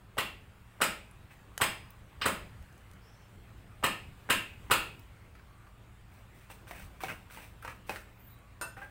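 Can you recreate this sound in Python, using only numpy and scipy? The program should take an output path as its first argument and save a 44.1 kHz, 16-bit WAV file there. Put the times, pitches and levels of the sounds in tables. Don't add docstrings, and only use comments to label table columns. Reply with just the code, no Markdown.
import sys
import numpy as np
from scipy import signal
from scipy.io import wavfile
from scipy.ndimage import uniform_filter1d

SR = 44100
rng = np.random.default_rng(int(sys.argv[2]) if len(sys.argv) > 2 else 0)


def convert_level_to_amplitude(level_db):
    exponent = np.asarray(level_db, float) / 20
    return 10 ** exponent


def inscribe(sig):
    pcm = np.round(np.clip(np.atleast_2d(sig).T, -1, 1) * 32767)
    wavfile.write(sys.argv[1], SR, pcm.astype(np.int16))


N = 392490

# frequency in Hz, density in dB per Hz.
RUMBLE_COLOUR = [(15, -14), (25, -9.5), (53, 2), (103, -1.5), (197, -14), (259, -14.5), (524, -19.5),
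                 (1180, -19.5), (1930, -23), (2600, -24.5), (5880, -40), (8370, -35), (11300, -42),
                 (15200, -37.5)]
RUMBLE_DB = -50.5
# time in seconds, level in dB.
RUMBLE_SWELL = [(0, -4), (.9, -0.5), (1.5, -1), (1.76, 2.5), (2.03, -1), (2.45, 2), (3.05, -1), (3.7, -0.5),
                (4.2, 2), (4.85, 4), (5.13, -1), (5.8, -3), (6.9, 1), (7.8, -1), (8.9, -3.5)]
WASH_FOLLOWS = 0.77
# frequency in Hz, width in Hz, level in dB.
FRIDGE_HUM = [(53.3, 30, -62.5), (110.6, 25, -62.5), (192, 66, -70.5)]

# frequency in Hz, t60 in seconds.
ROOM_DECAY = [(100, 0.9), (250, 0.48), (500, 0.45), (1000, 0.32), (2700, 0.42), (5000, 0.36),
              (10000, 0.31475), (16000, 0.31)]
# delay after the air path in seconds, level in dB.
REFLECTIONS = [(0, -6), (.0022, -2), (.0042, 0), (.0062, 3), (.0078, 2), (.011, -4), (.0155, -7),
               (.026, -5), (.029, -2)]

# start in seconds, level of the first 40 ms in dB, thud in dB,
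# low steel ring in dB, high steel ring in dB.
BLOWS = [
    (.179, -30.5, 2, -6, -28),
    (.813, -26, 1, -11, 3.5),
    (1.611, -26, 3, -13, 5),
    (2.2134, -34, -11, -20, 1),
    (2.2549, -28, 9, -33, -3),
    (3.836, -27, 3.5, -1.5, -1),
    (4.299, -25, 1, 2.5, -28),
    (4.7089, -23.5, -1, 0.5, -21),
]
# frequency in Hz, density in dB per Hz.
CRACK_COLOUR = [(35, -44), (60, -8.5), (546, -8), (742, -6.5), (1110, -2.5), (1270, 1), (2190, -6),
                (2580, -4), (3930, -13), (5100, -16.5), (5600, -24), (8150, -14), (11900, -22),
                (15400, -20), (16500, -21.5)]
# frequency in Hz, level in dB, t60 in seconds.
LOW_RING = [(2530, -31.5, 0.19), (2620, -5, 0.29), (2520, -9, 0.64), (2597, 2.5, 0.52), (2550, 12, 0.49),
            (2743, 26, 0.04), (2860, 17, 0.2064), (2804, 13, 0.17)]
HIGH_RING = [(4942, 0, .34), (5200, -10, .2), (8060, 0, .25), (8300, -6, .22)]
# frequency in Hz, level in dB, t60 in seconds.
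BLOCK_KNOCK = [(897, -6, 0.13), (1162, 14, 0.01469), (1540, -9.5, 0.02249)]
# delay in seconds, level in dB.
COUNTER_ARRIVALS = [(.000, -2.5), (.005, -3)]
# frequency in Hz, density in dB per Hz.
COUNTER_COLOUR = [(60, -20.5), (300, -5.5), (800, 1.5), (1600, -8), (4000, -32.0), (9000, -37.5)]
AIR_LAG_S = .0095
CLAP_HZ, CLAP_WIDTH_HZ, CLAP_DB = 1294, 444, -7
SPLASH_DB, FIRM_DB, SPLASH_SLOPE = 1.4, -29.5, 4.5

# start in seconds, peak in dB, pitch in Hz, broad tick in dB.
CHIPS = [(1.1116, -49, 10100, -9), (1.578, -21.5, 6374, 14.5), (1.9054, -38, 16200, -40),
         (2.6254, -51.5, 14400, 3), (2.727, -54, 6300, 4), (2.7786, -52, 6230, 7),
         (2.9135, -47.5, 9050, 12), (2.935, -48.5, 9785, 9), (3.2294, -64, 5310, -6),
         (4.9943, -45, 15000, -1), (7.6894, -59.5, 6950, -3), (8.3882, -60, 13670, -1)]
# frequency in Hz, density in dB per Hz.
CHIP_COLOUR = [(400, -9), (1800, 4), (5500, -5), (8300, -3), (11500, -4), (15000, -6)]

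# start in seconds, push in seconds, crunch on entry in dB,
# crunch at the end of the push in dB, hiss of fine ice in dB.
STROKES = [(1.3, 0.029, -50, -54.5, -68), (6.11, 0.0935, -68.5, -65, -69.5),
           (6.339, 0.089, -65.5, -65, -67.5), (6.494, 0.02722, -50, -50.5, -57),
           (6.67, 0.16, -54, -48, -57), (7.003, .06, -46, -40.5, -51.5), (7.082, 0.027, -40, -33, -51),
           (7.3, 0.15, -53.5, -49.5, -56), (7.617, 0.096, -56, -46, -60), (7.861, 0.033, -70, -46, -61),
           (7.89, 0.088, -39, -51, -55), (8.762, .085, -49.5, -65, -64)]
# frequency in Hz, density in dB per Hz.
CRUNCH_COLOUR = [(88, -22), (150, 2), (187, 5.5), (317, -11), (605, -6.5), (660, -8), (1760, -3.5),
                 (2580, -0.5), (5000, -74), (6500, -57), (11000, -120)]
HISS_COLOUR = [(2060, -4), (3500, 4.5), (4470, -0.5), (4950, 0), (6310, 0.5), (6730, -6), (8370, 5),
               (11800, -5), (15000, 5), (16200, 4)]
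BITE_S, SETTLE_S = 0.01, .14
CRUNCH_FALL, HISS_FALL = 450, 210
EMPTY_HZ, FULL_HZ = 1030, 1750

# start in seconds, length in seconds, pitch in Hz, glide in Hz, level in dB.
WHISTLES = [
    (2.998, .27, 4800, 1150, -71.5),
    (3.042, .26, 5350, -20, -73.5),
    (5.45, 0.36, 1087, 110, -66),
    (8.293, 0.12985, 3910, -20, -70),
    (8.33, 0.2348, 1097, 48, -66),
]

# start in seconds, peak in dB, low pitch in Hz, high pitch in Hz,
# treble in dB.
KNOCKS = [(5.353, -45.5, 1340, 1730, -31.5), (5.396, -49, 1490, 2280, -24), (5.669, -50.5, 1184, 2300, -16),
          (6.501, -39, 831.3, 2680, -19), (6.671, -43, 1490, 1550, -12), (6.711, -29, 680, 1800, -13),
          (6.799, -39.5, 1440, 2080, -10), (7.006, -33, 1112, 1520, -12), (7.036, -24.5, 790, 2220, -44),
          (7.047, -36, 910, 2039, -20), (7.084, -29.5, 1520, 2670, -17.5), (7.099, -35, 1368, 1830, -22),
          (7.301, -43, 1460, 1590, -7), (7.373, -35.5, 875, 2020, -21), (7.625, -35.5, 1365, 1440, 5),
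          (7.649, -31, 900, 1402, -33), (7.678, -30.5, 1160, 1670, -24), (7.698, -38, 1248, 1588, -23),
          (7.895, -21, 720, 2500, -21), (7.909, -41, 625, 2750, -7), (7.96, -31, 1440, 1750, -33)]
THUMP_DB, THUMP_SLOPE = -11.5, 12

# time in seconds, rate in Hz.
SLIP_RATE = [(8.17, 2640), (8.185, 2740), (8.21, 2825), (8.285, 2885), (8.33, 2860), (8.35, 2720)]
# multiple of the slip rate, start in seconds, length in seconds, level in dB.
SLIP_PARTIALS = [(5, 8.172, 0.1655, -66), (4, 8.175, .17, -86), (5.39, 8.2, .082, -69),
                 (5.33, 8.295, 0.0619, -67), (4.69, 8.268, 0.075, -67)]
ARCH_MID_S, ARCH_HALF_S, ARCH_TOP_HZ, ARCH_BEND, ARCH_DB = 8.262, .15, 18000, 225000, -77

# start in seconds, peak in dB, pitch share.
CLINK = [
    (8.613, -22.5, 1),
]
# frequency in Hz, level in dB, t60 in seconds.
SCOOP_MODES = [(662, -9.5, 0.2072), (1210, -27, .12), (1440, -3, .25), (1520, 3.5, 0.11), (1800, -7, 0.057),
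               (2660, -5.5, 0.2), (4210, -19, 0.2003), (5197.6, -11, 0.14), (6270, -13, 0.0775),
               (6970, -13, .14), (8560, -11, .2), (8900, -6, 0.16), (9050, -10, 0.06), (10400, -16, .1),
               (11720, -13, .12), (12841, -10, .13), (14600, -9, .17), (14850, -16, .08)]
# start in seconds, peak in dB, pitch share.
NUDGES = [
    (8.767, -40, .92),
    (8.816, -37, 1.0),
]
# frequency in Hz, level in dB, t60 in seconds.
TUB_MODES = [(602, -3.5, 0.51), (856, -2, 0.41), (1467.6, -24, 5.0), (1606, 3, 0.13), (1682, -23.5, 0.14),
             (1965, -7, 0.21), (2350, -25.5, 0.23)]
GRIP_S, GRIP_FALL = 0.075, 600


def evened(x):
    return x / np.sqrt(np.mean(x ** 2) + 1e-20)


def peaked(x, db):
    return convert_level_to_amplitude(db) * x / np.max(abs(x))


def add(mix, s, sound):
    part = mix[round(s * SR):][:len(sound)]
    part += sound[:len(part)]


def read(points, hz):
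    f, value = np.transpose(points)
    return np.interp(np.log(hz + 1), np.log(f + 1), value)


def coloured(x, *spectra, size=4096):
    hz = abs(np.fft.fftfreq(size, 1 / SR))
    log_gain = np.log(convert_level_to_amplitude(sum(read(s, hz) for s in spectra)))
    response = np.exp(np.conj(signal.hilbert(log_gain)))
    impulse = np.fft.ifft(response).real[:size // 2]
    return signal.oaconvolve(x, impulse)[:len(x)]


def resonate(x, hz, width_hz):
    turn = np.exp(2j * np.pi * np.cumsum(hz * np.ones(len(x))) / SR)
    r = np.exp(-np.pi * width_hz / SR)
    return 2 * (turn * signal.lfilter([1 - r], [1, -r], x / turn)).real


def ring(modes, longest, size=20000):
    t = np.arange(size) / SR
    split = rng.uniform(0.0012, 0.00676, len(modes))
    out = np.zeros(size)
    for (hz, db, t60), d in zip(modes, split):
        pair = np.sin(2 * np.pi * hz * t) + np.sin(2 * np.pi * hz * (1 + d) * t)
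        out += convert_level_to_amplitude(db - 60 * t / min(t60, longest)) * pair
    return out


def crack(t60, size=26000):
    snaps = rng.choice([-1., 1.], size) * convert_level_to_amplitude(3.43 * np.minimum(rng.exponential(1, size), 3))
    return snaps * convert_level_to_amplitude(-60 * np.arange(size) / SR / t60)


def contact(crumble_db, t60, size):
    hit = convert_level_to_amplitude(crumble_db) * crack(t60, size)
    hit[0] = 1
    return hit


def with_room(sound, room_db, space):
    return sound + convert_level_to_amplitude(room_db) * signal.fftconvolve(sound, space)[:len(sound)]


def room(diffuse_db=4, rise=0.0038):
    taps = np.zeros(SR)
    at = np.arange(0, SR - 10, 10)
    taps[at + rng.integers(0, 10, len(at))] = rng.choice([-1., 1.], len(at))
    hz, t, z = signal.stft(taps, SR, nperseg=512)
    decay = convert_level_to_amplitude(-60 * t / read(ROOM_DECAY, hz)[:, None])
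    tail = signal.istft(z * decay, SR, nperseg=512)[1][:SR]
    tail *= 1 - np.exp(-np.arange(SR) / SR / rise)
    tail *= convert_level_to_amplitude(diffuse_db) * 2 / np.linalg.norm(tail)
    for s, db in REFLECTIONS:
        scatter = crack(0.0075, size=200)
        add(tail, s, convert_level_to_amplitude(db) * scatter / np.linalg.norm(scatter))
    return tail / np.linalg.norm(tail)


def background():
    frames, hz = N // 512 + 5, np.fft.rfftfreq(2048, 1 / SR)
    a, b, patches = rng.standard_normal((frames, 1025, 3)).T
    patches = evened(uniform_filter1d(uniform_filter1d(patches, 16, 0), 6, 1))
    t = np.arange(frames) * 512 / SR
    low = 1 / (1 + (hz[:, None] / 250) ** 4)
    swell_db = (low + (1 - low) * WASH_FOLLOWS) * np.interp(t, *np.transpose(RUMBLE_SWELL))
    z = (a + 1j * b) * convert_level_to_amplitude(read(RUMBLE_COLOUR, hz)[:, None] + 1.87 * patches + swell_db)
    wash = signal.istft(z, nperseg=2048, noverlap=1536)[1][:N]
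    out = convert_level_to_amplitude(RUMBLE_DB - 4.0) * evened(wash)
    for f, width_hz, db in FRIDGE_HUM:
        flutter = evened(resonate(rng.standard_normal(N), 0, width_hz))
        level = resonate(np.sqrt(2) + 0.4 * flutter + 0j, 0, 200) / 2
        drift = evened(resonate(rng.standard_normal(N), 0, 3.98))
        out += convert_level_to_amplitude(db) * level * np.sin(2 * np.pi * np.cumsum(f * (1 + 0.02565 * drift)) / SR)
    return out


def blows(space):
    out = np.zeros(N)
    for s, db, thud_db, low_db, high_db in BLOWS:
        splash_db = SPLASH_DB + SPLASH_SLOPE * min(db - FIRM_DB, 0)
        hit = contact(-31.0, 0.02883, 20000)
        tone = [(70, thud_db - 9), (150, thud_db - 2.5), (300, thud_db - 6), (550, thud_db - 3.5),
                (1000, 0.0089), (3000, 0), (4800, -thud_db / 2), (7000, splash_db / 2),
                (10000, splash_db), (14000, splash_db / 2)]
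        ice = evened(coloured(hit, CRACK_COLOUR, tone)) + convert_level_to_amplitude(-14) * evened(ring(BLOCK_KNOCK, 0.21))
        steel = convert_level_to_amplitude(low_db - 10.5) * evened(ring(LOW_RING, 0.8))
        steel += convert_level_to_amplitude(high_db - 21.5) * evened(ring(HIGH_RING, .4))
        heard = signal.fftconvolve(ice + steel, space)
        heard /= np.std(heard[:SR // 25])
        hollow = resonate(hit[:400], CLAP_HZ, CLAP_WIDTH_HZ)
        hollow = resonate(hollow, CLAP_HZ, CLAP_WIDTH_HZ)
        clap = signal.fftconvolve(hollow, space[:420])
        heard[:len(clap)] += convert_level_to_amplitude(CLAP_DB) * evened(clap)
        add(out, s + .0007, convert_level_to_amplitude(db) * heard)
        push = coloured(crack(0.023, size=1500), COUNTER_COLOUR)
        for lag, ahead_db in COUNTER_ARRIVALS:
            push_db = db + ahead_db + 0.94 * min(thud_db, 0)
            add(out, s + 0.00063 - AIR_LAG_S + lag, peaked(push, push_db))
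    return out


def chips(space):
    out = np.zeros(N)
    for s, db, hz, tick_db in CHIPS:
        snap = crack(0.014, size=6000)
        chip = evened(resonate(snap, hz, 250)) + convert_level_to_amplitude(tick_db) * evened(coloured(snap, CHIP_COLOUR))
        add(out, s, peaked(with_room(chip, -9.0, space), db))
    return out


def strokes(space):
    out = np.zeros(N)
    for start, push, entry_db, end_db, hiss_db in STROKES:
        t = np.arange(0, push + SETTLE_S, 1 / SR)
        done, after, bite = np.minimum(t / push, 1), np.maximum(t - push, 0), np.minimum(t / BITE_S, 1)
        grains = rng.standard_normal((2, len(t)))
        big, fine = grains * convert_level_to_amplitude(4.7 * np.minimum(rng.exponential(1, (2, len(t))), 3.5))
        big *= rng.random(len(t)) < 6000 / SR
        hollow = resonate(big, EMPTY_HZ + (FULL_HZ - EMPTY_HZ) * done ** 2, 210)
        crunch = evened(evened(coloured(big, CRUNCH_COLOUR)) + convert_level_to_amplitude(-9.5) * evened(hollow))
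        crunch *= convert_level_to_amplitude(entry_db + (end_db - entry_db) * done - CRUNCH_FALL * after - 4.5)
        waver = evened(uniform_filter1d(rng.standard_normal(len(t)), size=500))
        hiss = evened(coloured(fine, HISS_COLOUR)) * convert_level_to_amplitude(hiss_db - HISS_FALL * after + 1.8 * waver)
        add(out, start, (crunch + hiss) * bite)
    return with_room(out, -11, space)


def whistles():
    out = np.zeros(N)
    for start, length, hz, glide_hz, db in WHISTLES:
        u = np.arange(0, length, 1 / SR) / length
        air = rng.standard_normal(len(u))
        for _ in range(2):
            air = resonate(air, hz + glide_hz * np.sin(1.9 * u), .025 * hz + .6 * abs(glide_hz))
        add(out, start, evened(air) * convert_level_to_amplitude(db - 8.7 * u) * signal.windows.tukey(len(u), .3))
    return out


def knocks(space):
    out = np.zeros(N)
    for s, db, low_hz, high_hz, treble_db in KNOCKS:
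        thump_db = THUMP_DB - THUMP_SLOPE * np.log2(low_hz / 1000)
        tone = [(60, thump_db - 12.5), (200, thump_db), (500, 1.25), (3200, -1.2),
                (5500, treble_db - 37), (8300, treble_db), (15000, treble_db - 3)]
        hit = contact(-25, 0.06, 4000)
        clack = evened(resonate(hit, low_hz, 115))
        clack += convert_level_to_amplitude(-4.5) * evened(resonate(hit, high_hz, 94.3))
        clack += convert_level_to_amplitude(thump_db - 10) * evened(resonate(hit, 342, 130))
        lump = np.pad(evened(coloured(hit, tone)) + convert_level_to_amplitude(6) * clack, (0, 16000))
        add(out, s, peaked(with_room(lump, -3, space), db))
    return out


def slip(hz, db):
    waver, catch = (evened(uniform_filter1d(rng.standard_normal(len(hz)), size=k)) for k in (150, 600))
    tone = np.sqrt(2) * np.sin(2 * np.pi * np.cumsum(hz * (1 + .003 * waver)) / SR)
    return tone * convert_level_to_amplitude(db + 3.47 * catch) * signal.windows.tukey(len(hz), .25)


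def squeaks():
    out = np.zeros(N)
    for multiple, start, length, db in SLIP_PARTIALS:
        rate = np.interp(start + np.arange(0, length, 1 / SR), *np.transpose(SLIP_RATE))
        add(out, start, slip(multiple * rate, db))
    t = np.arange(-ARCH_HALF_S, ARCH_HALF_S, 1 / SR)
    add(out, ARCH_MID_S - ARCH_HALF_S, slip(ARCH_TOP_HZ - ARCH_BEND * t ** 2, ARCH_DB))
    return out


def set_down(space, events, modes, snap_db, treble_db, chatter_db, longest):
    out = np.zeros(N)
    for s, db, share in events:
        hit = contact(chatter_db, 0.19, 4000)
        body = evened(signal.fftconvolve(hit, ring(np.multiply(modes, [share, 1, 1]), longest)))
        body *= convert_level_to_amplitude(-GRIP_FALL * np.maximum(np.arange(len(body)) / SR - GRIP_S, 0))
        tone = [(300, -0.5), (900, 12), (2800, -1), (4500, treble_db)]
        body[:len(hit)] += convert_level_to_amplitude(snap_db) * evened(coloured(hit, CRACK_COLOUR, tone))
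        add(out, s, peaked(with_room(body, -4, space), db))
    return out


def scene():
    space = room()
    mix = background() + blows(space) + chips(space) + strokes(space)
    mix += whistles() + knocks(space) + squeaks()
    mix += set_down(space, CLINK, SCOOP_MODES, snap_db=4, treble_db=8, chatter_db=-27, longest=.19)
    mix += set_down(space, NUDGES, TUB_MODES, snap_db=0, treble_db=-18, chatter_db=-12, longest=.12)
    return mix[None]


def band_limit(x):
    return signal.sosfilt(signal.butter(12, 16990, fs=SR, output="sos"), x)


def record(dry):
    edge = signal.firwin(511, 15850, window=("kaiser", 4), fs=SR)
    return band_limit(signal.oaconvolve(dry, edge[None], "same") + convert_level_to_amplitude(-33) * dry)


dry = scene()
out = record(dry)
inscribe(out)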